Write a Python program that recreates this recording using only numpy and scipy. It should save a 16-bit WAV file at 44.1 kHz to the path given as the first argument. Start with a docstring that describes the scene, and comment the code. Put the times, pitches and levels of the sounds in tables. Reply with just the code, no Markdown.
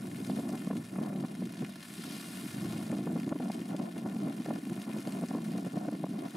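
"""Rain hisses all round and gusty wind rumbles and flutters on a two-port microphone at a harbour quay.
The microphone stands in the weather: eddies thump and rasp on it and large drops tick on its housing.
Wind is shaped noise driven by gusts; rain is random close ticks over a wash of distant drops.
A limiter lets hard gusts duck the rain; the hardest overload the microphone."""
import sys
import numpy as np
from scipy import signal
from scipy.fft import rfft, irfft, next_fast_len
from scipy.io import wavfile
from scipy.ndimage import uniform_filter1d

SR = 44100
rng = np.random.default_rng(int(sys.argv[2]) if len(sys.argv) > 2 else 0)


def wav_out(sig):
    """Save sig, one row per channel (or a flat mono array), as 16-bit PCM at SR to the path in sys.argv[1]."""
    wavfile.write(sys.argv[1], SR, np.round(np.clip(np.atleast_2d(sig).T, -1, 1) * 32767).astype(np.int16))


N = 280740
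SIZE = next_fast_len(N, True)
TIME, HZ = np.arange(N) / SR, np.fft.rfftfreq(SIZE, 1 / SR)
OPPOSED = np.array([[1], [-1]])  # left up, right down

# Source levels below stand before the layer trims and the microphone chain.
# Low rumble below the wind, rising and falling as the recorder's gain changes: (time [s], level [dB])
LOW_RUMBLE_LEVEL = [(0.06, -66), (1.94, -80), (2.0, -71), (2.2, -83.5), (2.63, -60), (3.8, -88),
                    (5.88, -85), (6.3, -95)]
# Level of the rain as heard, with dips under hard gusts: (time [s], level [dB])
RAIN_LEVEL = [(0.02, -59.5), (0.15, -57.5), (0.3, -57.5), (0.4, -60), (0.52, -58), (1.1, -61.5),
              (1.45, -61), (1.6, -58), (1.76, -59.5), (2.05, -56.5), (2.45, -55), (2.75, -55.5),
              (3.03, -60.5), (3.22, -59.5), (3.36, -62), (3.53, -56.5), (3.75, -61), (3.87, -61.5),
              (4.3, -59.5), (4.47, -57), (4.6, -60), (4.82, -57.5), (5.13, -57.5), (5.35, -60.5),
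              (5.5, -57.5), (6.0, -63.5), (6.32, -59)]
# Rain in sheets: (time [s], roar level [dB], high hiss level [dB])
DOWNPOUR_LEVEL = [(0.02, -77, -65.5), (0.3, -60, -59), (0.6, -73, -63.5), (1.1, -73, -67.5),
                  (1.78, -63, -67), (1.93, -59, -56), (2.05, -52.5, -55.5), (2.2, -54, -54.5),
                  (2.45, -58, -54.5), (2.65, -58, -58.5), (2.92, -64, -62), (3.1, -72, -66.5),
                  (4.4, -72, -68), (5.15, -65, -62.5), (5.4, -67, -66), (6.0, -67.5, -68)]
# Large drops on the housing: (time [s], knock level [dB], splat level [dB])
HOUSING_DROPS = [(0.398, -55, -54), (0.489, -57, -53), (0.4923, -57, -52), (0.5756, -53, -58),
                 (0.5938, -55, -54), (0.6465, -55, -55), (0.7682, -58, -56), (0.852, -55, -56),
                 (1.0288, -56, -57), (1.2073, -55, -54.5), (1.352, -51.5, -56), (1.4552, -57, -54),
                 (1.5375, -52, -58), (1.648, -45, -61), (1.8277, -53, -53), (1.8306, -57, -53.5),
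                 (1.9387, -56, -51), (2.7244, -48.5, -48), (2.7795, -59, -55), (2.916, -49, -51),
                 (2.9838, -56, -54), (3.1235, -66, -56.5), (3.2005, -50.5, -52), (3.2324, -53, -61),
                 (3.2925, -51, -54), (3.5172, -67, -51.5), (3.765, -59, -50.5), (3.792, -59, -58),
                 (3.9798, -56, -53), (4.1658, -54, -72), (4.4208, -52.5, -60), (4.455, -52, -57),
                 (4.5588, -61, -56), (4.653, -52, -55), (4.7561, -64, -57), (4.8175, -51, -53),
                 (5.073, -53, -51), (5.1232, -51, -50), (5.212, -59, -53), (5.2857, -58, -51.5),
                 (6.3077, -57, -52)]
# Breeze between the gusts: (time [s], rumble level [dB])
BREEZE_LEVEL = [(0.05, -41), (0.63, -43), (0.8, -43), (0.87, -48.5), (0.94, -38), (1.3, -42.5), (1.48, -45),
                (1.54, -42), (1.6, -44.5), (1.72, -45.5), (1.87, -49.5), (2.3, -44.5), (2.8, -50),
                (3.22, -47), (3.92, -39.5), (4.35, -39.5), (4.61, -51), (4.8, -40.5), (5.03, -48),
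                (5.3, -40.5), (5.62, -41), (5.71, -43.5), (5.8, -41), (6.09, -45), (6.31, -48.5)]
# Gusts striking the microphone:
# (start [s], length [s], rumble level [dB], flutter level [dB], sideways swirl level [dB])
GUST_EVENTS = [(0.125, 0.033, -39.5, -64, -54), (0.204, 0.027, -36, -65, -53),
               (0.287, 0.058, -32.5, -57, -53), (0.36, 0.046, -33.5, -47.5, -52),
               (0.433, 0.07, -35, -49, -57), (0.521, 0.034, -32, -44.5, -55),
               (0.587, 0.028, -39.5, -69, -69), (0.671, 0.0087, -30.5, -62, -61),
               (0.705, 0.098, -35.5, -69, -64), (0.959, 0.078, -36, -52, -52),
               (1.019, 0.093, -39, -47.5, -49.5), (1.132, 0.065, -35, -51.5, -59),
               (1.232, 0.018, -32, -55, -65), (1.28, 0.047, -52, -60, -58), (1.388, 0.084, -35, -72, -60),
               (1.606, 0.034, -32.5, -65, -55), (1.986, 0.017, -37.5, -70, -62),
               (2.054, 0.12, -41.5, -57, -59), (2.288, 0.1, -46, -65, -64), (2.436, 0.03, -36, -60, -65),
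               (2.548, 0.055, -38, -54, -55), (2.613, 0.071, -34, -51, -59), (2.691, 0.16, -36.5, -51, -58),
               (2.832, 0.051, -38, -55, -55), (2.901, 0.077, -32.5, -48, -55),
               (2.987, 0.054, -33.5, -53, -63), (3.06, 0.14, -33, -52, -54),
               (3.216, 0.032, -34.5, -54, -56), (3.27, 0.015, -29, -61, -58), (3.305, 0.013, -36, -47, -51),
               (3.358, 0.006, -29.5, -51, -60), (3.413, 0.078, -33.5, -48, -54),
               (3.543, 0.046, -37, -54, -52), (3.602, 0.022, -35, -53, -57), (3.69, 0.069, -36, -50, -52),
               (3.792, 0.032, -36.5, -47.5, -50), (3.842, 0.046, -49, -47, -48),
               (3.964, 0.025, -39, -52, -55), (4.02, 0.11, -38.5, -52, -59), (4.155, 0.012, -30, -49, -60),
               (4.186, 0.035, -35.5, -56, -54), (4.242, 0.065, -33.5, -47.5, -52),
               (4.397, 0.014, -31, -47.5, -55), (4.459, 0.13, -37, -56.5, -52),
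               (4.634, 0.0069, -36, -60, -56), (4.665, 0.019, -33.5, -54, -64),
               (4.708, 0.016, -30.5, -49, -59), (4.762, 0.033, -38, -52, -67),
               (4.868, 0.043, -35.5, -48.5, -55), (4.938, 0.061, -34, -52, -54),
               (5.055, 0.058, -37.5, -49, -54), (5.137, 0.064, -36.5, -49, -52),
               (5.208, 0.042, -33.5, -50, -60), (5.338, 0.042, -33, -48, -66),
               (5.408, 0.14, -38.5, -63, -60), (5.526, 0.068, -34, -50.5, -54),
               (5.64, 0.042, -36, -53, -53), (5.738, 0.061, -35, -50.5, -51),
               (5.802, 0.06, -39.5, -46, -50), (5.923, 0.033, -33.5, -53, -57),
               (5.994, 0.053, -37.5, -60, -68), (6.092, 0.036, -35, -61, -66),
               (6.134, 0.076, -36, -51, -54), (6.223, 0.054, -37.5, -49.5, -48.5),
               (6.348, 0.018, -34, -45.5, -48)]
# Strongest eddies hitting the microphone: (time [s], thump level [dB], rasp level [dB])
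EDDY_HITS = [(0.299, -37.5, -57), (0.318, -52, -56), (0.388, -40, -57), (0.400, -47, -57),
             (0.495, -46, -57), (0.674, -43, -52), (0.705, -45, -54), (0.712, -37.5, -47),
             (0.733, -43, -52), (0.759, -45, -53), (0.960, -58, -46), (0.988, -37.5, -46),
             (1.015, -38.5, -52), (1.050, -52, -54), (1.082, -56, -60), (1.099, -51, -59),
             (1.129, -48, -52), (1.156, -45, -62), (1.239, -45.5, -52), (1.25, -49, -49),
             (1.424, -40.5, -52), (1.624, -47.5, -51), (2.904, -41.5, -65), (2.928, -37, -47),
             (2.991, -42, -63), (3.073, -35.5, -43), (3.103, -47, -54), (3.118, -50, -60), (3.16, -34, -56),
             (3.176, -45, -54), (3.279, -40.5, -53), (3.326, -27, -38), (3.362, -43, -50),
             (3.404, -40, -62), (3.425, -46, -55), (3.502, -38, -45), (3.729, -49, -53), (3.749, -40, -54),
             (3.798, -40, -60), (3.967, -45.5, -52), (4.062, -42, -45), (4.168, -49, -62),
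             (4.278, -44, -50), (4.462, -40, -49), (4.488, -38.5, -61), (4.508, -35, -47),
             (4.528, -43, -61), (4.561, -43.5, -52), (4.726, -52, -66), (4.897, -47, -50.5),
             (4.966, -46, -52), (5.076, -37, -57), (5.223, -45, -59), (5.238, -35.5, -50),
             (5.313, -42, -63), (5.351, -34.5, -57), (5.386, -42.5, -51), (5.553, -41, -62),
             (5.586, -41.5, -56), (5.650, -47, -55), (5.669, -40.5, -53), (5.760, -49, -53),
             (5.773, -35, -62), (5.887, -34, -48), (5.928, -43, -57), (5.952, -45, -53), (6.041, -35, -48),
             (6.067, -50, -51), (6.261, -51, -50)]

# Low rumble below the wind: (frequency [Hz], gain [dB])
LOW_RUMBLE_COLOUR = [(20, -30), (45, -10), (70, -11), (100, 5), (140, 10), (250, -41), (600, -80)]
# Low patter of near drops and their wash: (frequency [Hz], gain [dB])
PATTER_COLOUR = [(150, -34), (400, 9.5), (800, 6), (1500, 5), (2500, -0.5), (4000, -11.5), (5500, -14),
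                 (7500, -21.5), (12000, -39)]
# Bright fizz of the same rain: (frequency [Hz], gain [dB])
FIZZ_COLOUR = [(1500, -4.5), (4000, -3), (6500, -7), (8000, -7), (10000, -2.5), (11500, -7), (13500, -11),
               (15800, -13)]
# Roar of a sheet of rain: (frequency [Hz], gain [dB])
ROAR_COLOUR = [(500, -37), (900, -7), (1500, -1.5), (2300, -1.5), (3800, 1), (4700, 0), (5700, -2.5),
               (7000, -23), (10000, -29)]
# High hiss of a sheet of rain: (frequency [Hz], gain [dB])
HISS_COLOUR = [(4000, -46), (6000, -7.5), (8000, -2.5), (10000, -1), (12000, -4.5), (13500, -9),
               (16000, -28)]
# Splat of a large drop: (frequency [Hz], gain [dB])
SPLAT_COLOUR = [(1000, -25), (3000, -4), (4500, -4.5), (7000, -6), (10000, -4), (13000, -17), (16000, -28)]
# Wind rumble: (frequency [Hz], gain [dB])
RUMBLE_COLOUR = [(29, -72), (50, -51), (127, -13), (189, -0.5), (236, -1), (318, -5.5), (433, -16.5),
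                 (500, -27), (650, -57), (1100, -120)]
# Brighter wind flutter: (frequency [Hz], gain [dB])
FLUTTER_COLOUR = [(150, -39), (300, -26), (450, -1.5), (680, 4.5), (900, -5.5), (1400, -15), (2500, -36),
                  (5000, -92)]
# Swirls between the ports: (frequency [Hz], gain [dB])
SWIRL_COLOUR = [(40, -40), (120, -53), (200, -39), (300, 6), (400, 8), (700, 5), (1100, -0.5), (2000, -16),
                (5000, -85)]
# Crackle inside the gusts: (frequency [Hz], gain [dB])
CRACKLE_COLOUR = [(200, -26), (450, 2.5), (700, 1), (1100, -5), (1700, -12.5), (3000, -26), (6000, -55)]
# Thump of an eddy: (frequency [Hz], gain [dB])
THUMP_COLOUR = [(60, -55), (110, -43), (180, 4), (260, -7.5), (470, 12), (700, 2), (1200, -17), (2500, -28),
                (6000, -74)]
# Torn air on an eddy: (frequency [Hz], gain [dB])
RASP_COLOUR = [(400, -24), (800, 9), (1150, 3), (1600, -3.5), (2200, -8), (3200, -25), (6000, -48)]

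# Stereo width given to the rain: (frequency [Hz], gain of the side part [dB])
RAIN_WIDTH = [(400, -8), (1200, -5), (2500, -7.5), (4600, -9.5), (6300, -22), (15000, -24)]
# Tilt between the channels: (frequency [Hz], left minus right [dB])
STEREO_LEAN = [(700, 0), (1300, 1.9), (2400, 4), (4200, 1.8), (5800, 0)]
# Comb colouring of the mid channel, a filtered copy about 3 ms later:
# (frequency [Hz], strength [0-1], phase lead [rad])
MID_COMB = [(252, 0.38, -3), (635, 0.36, 0.12), (1160, 0.38, 0.97), (1980, 0.5, 1.47), (4120, 0.65, 1.7),
            (7240, 0.7, 1.5), (9900, 0, -3.5), (12000, 0, 10), (14900, .25, 6)]

USUAL_RAIN_DB, USUAL_WIND_DB = -59, -42  # reference levels for rain density and breeze brightness
ATTACK_S, RELEASE_S, ARCH_DB = 0.0083, 0.009, 2  # gust rise, fall, and drop from its middle to its ends
WAKE_S = 0.005  # spread of the stirred air before and after an eddy
KNOCK_HZ, KNOCK_S, KNOCK_SCATTER = 2100, 0.0003, 0.14  # median pitch, decay, log-pitch spread
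SPLAT_S, DROP_PAN_DB = 0.0005, 1.5  # decay; largest offset of either channel
CEILING_DB, OVERLOAD_DB = -20.5, -23.8  # limiter threshold; bound of the microphone's soft overload
COMB_S, EDGE_HZ = 0.002948, 15750  # delay of the copy before its phase lead; upper band edge


def amp(db):
    """Decibels to gain."""
    return 10 ** (np.asarray(db) / 20)


def unit(x):
    """Scales to rms 1."""
    return x / np.sqrt(np.mean(x ** 2) + 1e-20)


def across(table, hz, order=1):
    """Reads one column of a table on a log-frequency axis."""
    columns = np.transpose(table)
    return np.interp(np.log(hz + 1), np.log(columns[0] + 1), columns[order])


def along(table, order=1):
    """Reads one column of a curve at every sample."""
    columns = np.transpose(table)
    return np.interp(TIME, columns[0], columns[order])


def add(mix, s, sound):
    """Mixes a two-channel sound in at time s."""
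    part = mix[:, max(round(s * SR), 0):][:, :sound.shape[1]]
    part += sound[:, :part.shape[1]]


def together(*gains):
    """Gains of unrelated sounds add in power."""
    return np.sqrt(sum(gain ** 2 for gain in gains))


def wander(rate_hz):
    """Random drift of rms 1, from 2 Hz up, fading steeply above the given rate."""
    shape = (HZ > 2) / (1 + (HZ / rate_hz) ** 4)
    return unit(irfft(rfft(rng.standard_normal(SIZE)) * shape, SIZE)[:N])


def tint(x, spectrum):
    """Filters a sound by a table of (frequency [Hz], gain [dB])."""
    length = x.shape[-1]
    size = next_fast_len(length, True)
    gain = amp(across(spectrum, np.fft.rfftfreq(size, 1 / SR)))
    return irfft(rfft(x, size) * gain, size)[..., :length]


def held(x, size):
    """Evens out the slow chance swells of a noise over size samples, to about rms 1."""
    return x / np.sqrt(uniform_filter1d(x ** 2, size) + 1e-9 * np.mean(x ** 2))


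def low_rumble(level_db=15):
    """Low noise, the same in both channels, that rises and falls as the recorder's gain changes."""
    return unit(tint(rng.standard_normal(N), LOW_RUMBLE_COLOUR)) * amp(along(LOW_RUMBLE_LEVEL) + level_db)


def splashes(per_s, spread_db, ring_db, count=12):
    """Random drop impacts, mostly tiny; each patch of wet surface favours its own broad band."""
    out = np.zeros((2, len(HZ)), complex)
    for centre in np.geomspace(1500, 11000, count):
        heft = np.minimum(rng.exponential(1, SIZE), 3.5)
        struck = rng.random(SIZE) < per_s / count / SR
        ticks = struck * amp(spread_db * heft) * rng.choice([-1, 1], (2, SIZE))
        out += rfft(ticks) * amp(ring_db * np.exp(-2 * np.log2((HZ + 1) / centre) ** 2))
    return unit(irfft(out, SIZE)[:, :N])


def rain(patter_db=-2.5, fizz_db=-0.66, roar_db=0.2, hiss_db=0, patter_wash_db=-4, fizz_wash_db=-4.0,
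         merging=0.2, flurry_db=1.66, flurry_hz=100):
    """Near drops crackle over the wash of far ones; louder rain merges into a smoother hiss."""
    near = splashes(per_s=3200, spread_db=6.0, ring_db=11)
    level = along(RAIN_LEVEL)
    crowd = amp(merging * (level - USUAL_RAIN_DB))

    def layer(colour, wash_db):
        """Drops and wash in one colour, at even loudness, given stereo width."""
        wash = crowd * amp(wash_db)
        blend = (near + wash * rng.standard_normal((2, N))) / np.sqrt(1 + wash ** 2)
        mid, side = unit(tint(blend, colour))
        return held(mid, size=6000) + OPPOSED * tint(side, RAIN_WIDTH)

    patter = layer(PATTER_COLOUR, patter_wash_db) * amp(level + patter_db)
    fizz = layer(FIZZ_COLOUR, fizz_wash_db) * amp(level + fizz_db)
    # sheets of heavy rain add a wide roar, and a high hiss in mono
    mid, side = unit(tint(rng.standard_normal((2, N)), ROAR_COLOUR))
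    roar = (mid + OPPOSED * tint(side, RAIN_WIDTH)) * amp(roar_db + along(DOWNPOUR_LEVEL))
    hiss = unit(tint(rng.standard_normal(N), HISS_COLOUR)) * amp(hiss_db + along(DOWNPOUR_LEVEL, order=2))
    # quick random flurries are shallower when the rain is louder
    flurry = amp(flurry_db * wander(flurry_hz) / (0.5 + 0.5 * crowd ** 2))
    return (patter + fizz + roar + hiss) * flurry


def drops(knock_db=0, splat_db=0, droplet_db=-8, droplet_s=0.0046, count=3):
    """A large drop splats on the housing, which knocks; a few droplets land just after."""
    out, t = np.zeros((2, N)), np.arange(2048) / SR
    packed = np.sqrt(0.005 * SR / len(t))  # refers levels to five milliseconds
    for s, low_db, high_db in HOUSING_DROPS:
        pitch_hz = KNOCK_HZ * np.exp(KNOCK_SCATTER * rng.standard_normal())
        knock = np.sin(2 * np.pi * pitch_hz * t) * np.exp(-t / KNOCK_S)
        burst = rng.standard_normal(len(t)) * np.exp(-t / SPLAT_S)
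        splat = tint(np.pad(burst, (0, len(t))), SPLAT_COLOUR)[:len(t)]
        tick = packed * (amp(low_db + knock_db) * unit(knock) + amp(high_db + splat_db) * unit(splat))
        place = amp(DROP_PAN_DB * rng.uniform(-1, 1) * OPPOSED)
        add(out, s, place * tick)
        for delay, size in zip(rng.exponential(1, count), rng.uniform(-1.1, 1, count)):
            add(out, s + droplet_s * delay, place * size * amp(droplet_db) * tick)
    return out


def blowing(order):
    """Gain of all gusts over time, for one level column: attack, arched hold, release."""
    gain = np.zeros(N)
    for row in GUST_EVENTS:
        t, length = TIME - row[0], row[1]
        near = (t > -0.2) & (t < length + 0.3)
        t = t[near]
        shape = np.exp(np.minimum(t, 0) / ATTACK_S - np.maximum(t - length, 0) / RELEASE_S)
        arch_db = -ARCH_DB * (2 * np.clip(t / length, 0, 1) - 1) ** 2
        gain[near] = np.maximum(gain[near], shape * amp(row[order] + arch_db))
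    return gain


def wakes():
    """Gain of the short swell of rough air around every eddy."""
    gain = np.zeros(N)
    for s, db, _ in EDDY_HITS:
        near = abs(TIME - s) < 0.1
        gain[near] += amp(db) * np.exp(-0.5 * ((TIME[near] - s) / WAKE_S) ** 2)
    return gain


def wind(gust_db=-1.15, breeze_db=-1, flutter_db=-3.5, calm_flutter_db=-60, brightening=1.0, swirl_db=0.5,
         calm_swirl_db=-60, rumble_lump_db=2.16, flutter_lump_db=3, swirl_lump_db=3, lump_hz=55,
         puff_db=2.5, puff_hz=12, wake_db=5.0, wake_flutter_db=-10, unlike_db=-36):
    """Turbulence at the ports: each lump of air makes it louder, and brighter still."""
    lumps = wander(lump_hz)

    def turbulence(colour, lump_db, size):
        """Lumpy noise in one colour."""
        return held(tint(rng.standard_normal(N) * amp(lump_db * lumps), colour), size=size)

    # the breeze comes in small puffs; a stronger one flutters and swirls more
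    breeze = along(BREEZE_LEVEL) + puff_db * wander(puff_hz)
    stir_db = brightening * (breeze - USUAL_WIND_DB)
    wake = wakes()
    force = together(amp(breeze + breeze_db), amp(gust_db) * blowing(order=2), amp(wake_db) * wake)
    rumble = turbulence(RUMBLE_COLOUR, rumble_lump_db, size=1100) * force
    rush = together(amp(calm_flutter_db + stir_db), amp(flutter_db) * blowing(order=3),
                    amp(wake_flutter_db) * wake)
    flutter = turbulence(FLUTTER_COLOUR, flutter_lump_db, size=1500) * rush
    # swirls smaller than the gap between the ports push them in opposite ways
    spin = together(amp(calm_swirl_db + stir_db), amp(swirl_db) * blowing(order=4))
    swirl = turbulence(SWIRL_COLOUR, swirl_lump_db, size=3500) * spin
    # a small part of the rumble also differs between the ports
    unlike = turbulence(RUMBLE_COLOUR, rumble_lump_db, size=2200) * force * amp(unlike_db)
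    return rumble + flutter + OPPOSED * (swirl + unlike)


def crackle(level_db=-5, per_s=130, spread_db=3):
    """Tiny eddies break off inside the gusts, so the flutter crackles."""
    heft = np.minimum(rng.exponential(1, N), 2.5)
    shoves = (rng.random(N) < per_s / SR) * rng.choice([-1, 1], N) * amp(spread_db * heft)
    return unit(tint(shoves, CRACKLE_COLOUR)) * amp(level_db) * blowing(order=3)


def eddies(level_db=1.0, rasp_db=-0.5, width_s=0.0022, churn=0.095, rasp_width_s=0.0027, thump_s=0.0082):
    """Each eddy is one shove inside a few milliseconds of churning air, with a rasp of torn air on top."""
    out, t = np.zeros((2, N)), np.arange(-1024, 1024) / SR
    packed = np.sqrt(thump_s * SR / len(t))  # refers levels to the length of the thump
    for s, db, edge_db in EDDY_HITS:
        shove = churn * rng.standard_normal(len(t)) * np.exp(-0.5 * (t / width_s) ** 2)
        shove[len(t) // 2] += np.sign(rng.standard_normal())
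        torn = rng.standard_normal(len(t)) * np.exp(-0.5 * (t / rasp_width_s) ** 2)
        thump = amp(db + level_db) * unit(tint(shove, THUMP_COLOUR))
        rasp = amp(edge_db + rasp_db) * unit(tint(torn, RASP_COLOUR))
        add(out, s + t[0], packed * (thump + rasp)[None])
    return out


def scene():
    """Low rumble, rain all round, drops on the housing, and wind at the microphone."""
    return low_rumble() + rain() + drops() + wind() + crackle() + eddies()


def limit(x, recover_db_per_s=280):
    """Pulls the gain down on a peak and lets it back steadily, so hard gusts duck the rain."""
    over_db = np.maximum(20 * np.log10(abs(x).max(0) + 1e-9) - CEILING_DB, 0)
    fall = TIME * recover_db_per_s
    cut_db = np.maximum.accumulate(over_db + fall) - fall
    return x / amp(uniform_filter1d(cut_db, size=64))


def overload(x):
    """Rounds off the tallest waves: hard gusts rasp and chop the rain."""
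    return x / (1 + (x / amp(OVERLOAD_DB)) ** 4) ** (1 / 4)


def hollow(x):
    """Leans the mid treble left; a filtered, delayed copy combs the mid channel and hollows the hiss."""
    left, right = rfft(x, SIZE) * amp(across(STEREO_LEAN, HZ) * OPPOSED / 2)
    strength = np.clip(across(MID_COMB, HZ), 0, 1)
    phase = across(MID_COMB, HZ, order=2) - 2 * np.pi * HZ * COMB_S
    delayed = strength * np.exp(1j * phase)
    mid = (left + right) / 2 * (1 + delayed) / np.sqrt(1 + strength ** 2)
    side = (left - right) / 2
    return irfft(np.array([mid + side, mid - side]), SIZE)[:, :N]


def record(dry, low_cut_hz=60):
    """Limiter, overload, stereo lean and mid comb, low cut and band limit, in that order."""
    coloured = hollow(overload(limit(dry)))
    low_cut = 1 - 1 / (1 + (HZ / low_cut_hz) ** 2)
    trimmed = irfft(rfft(coloured, SIZE) * low_cut, SIZE)[:, :N]
    edge = signal.firwin(511, EDGE_HZ, window=("kaiser", 9), fs=SR)
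    return signal.oaconvolve(trimmed, edge[None], "same")


dry = scene()
out = record(dry)
wav_out(out)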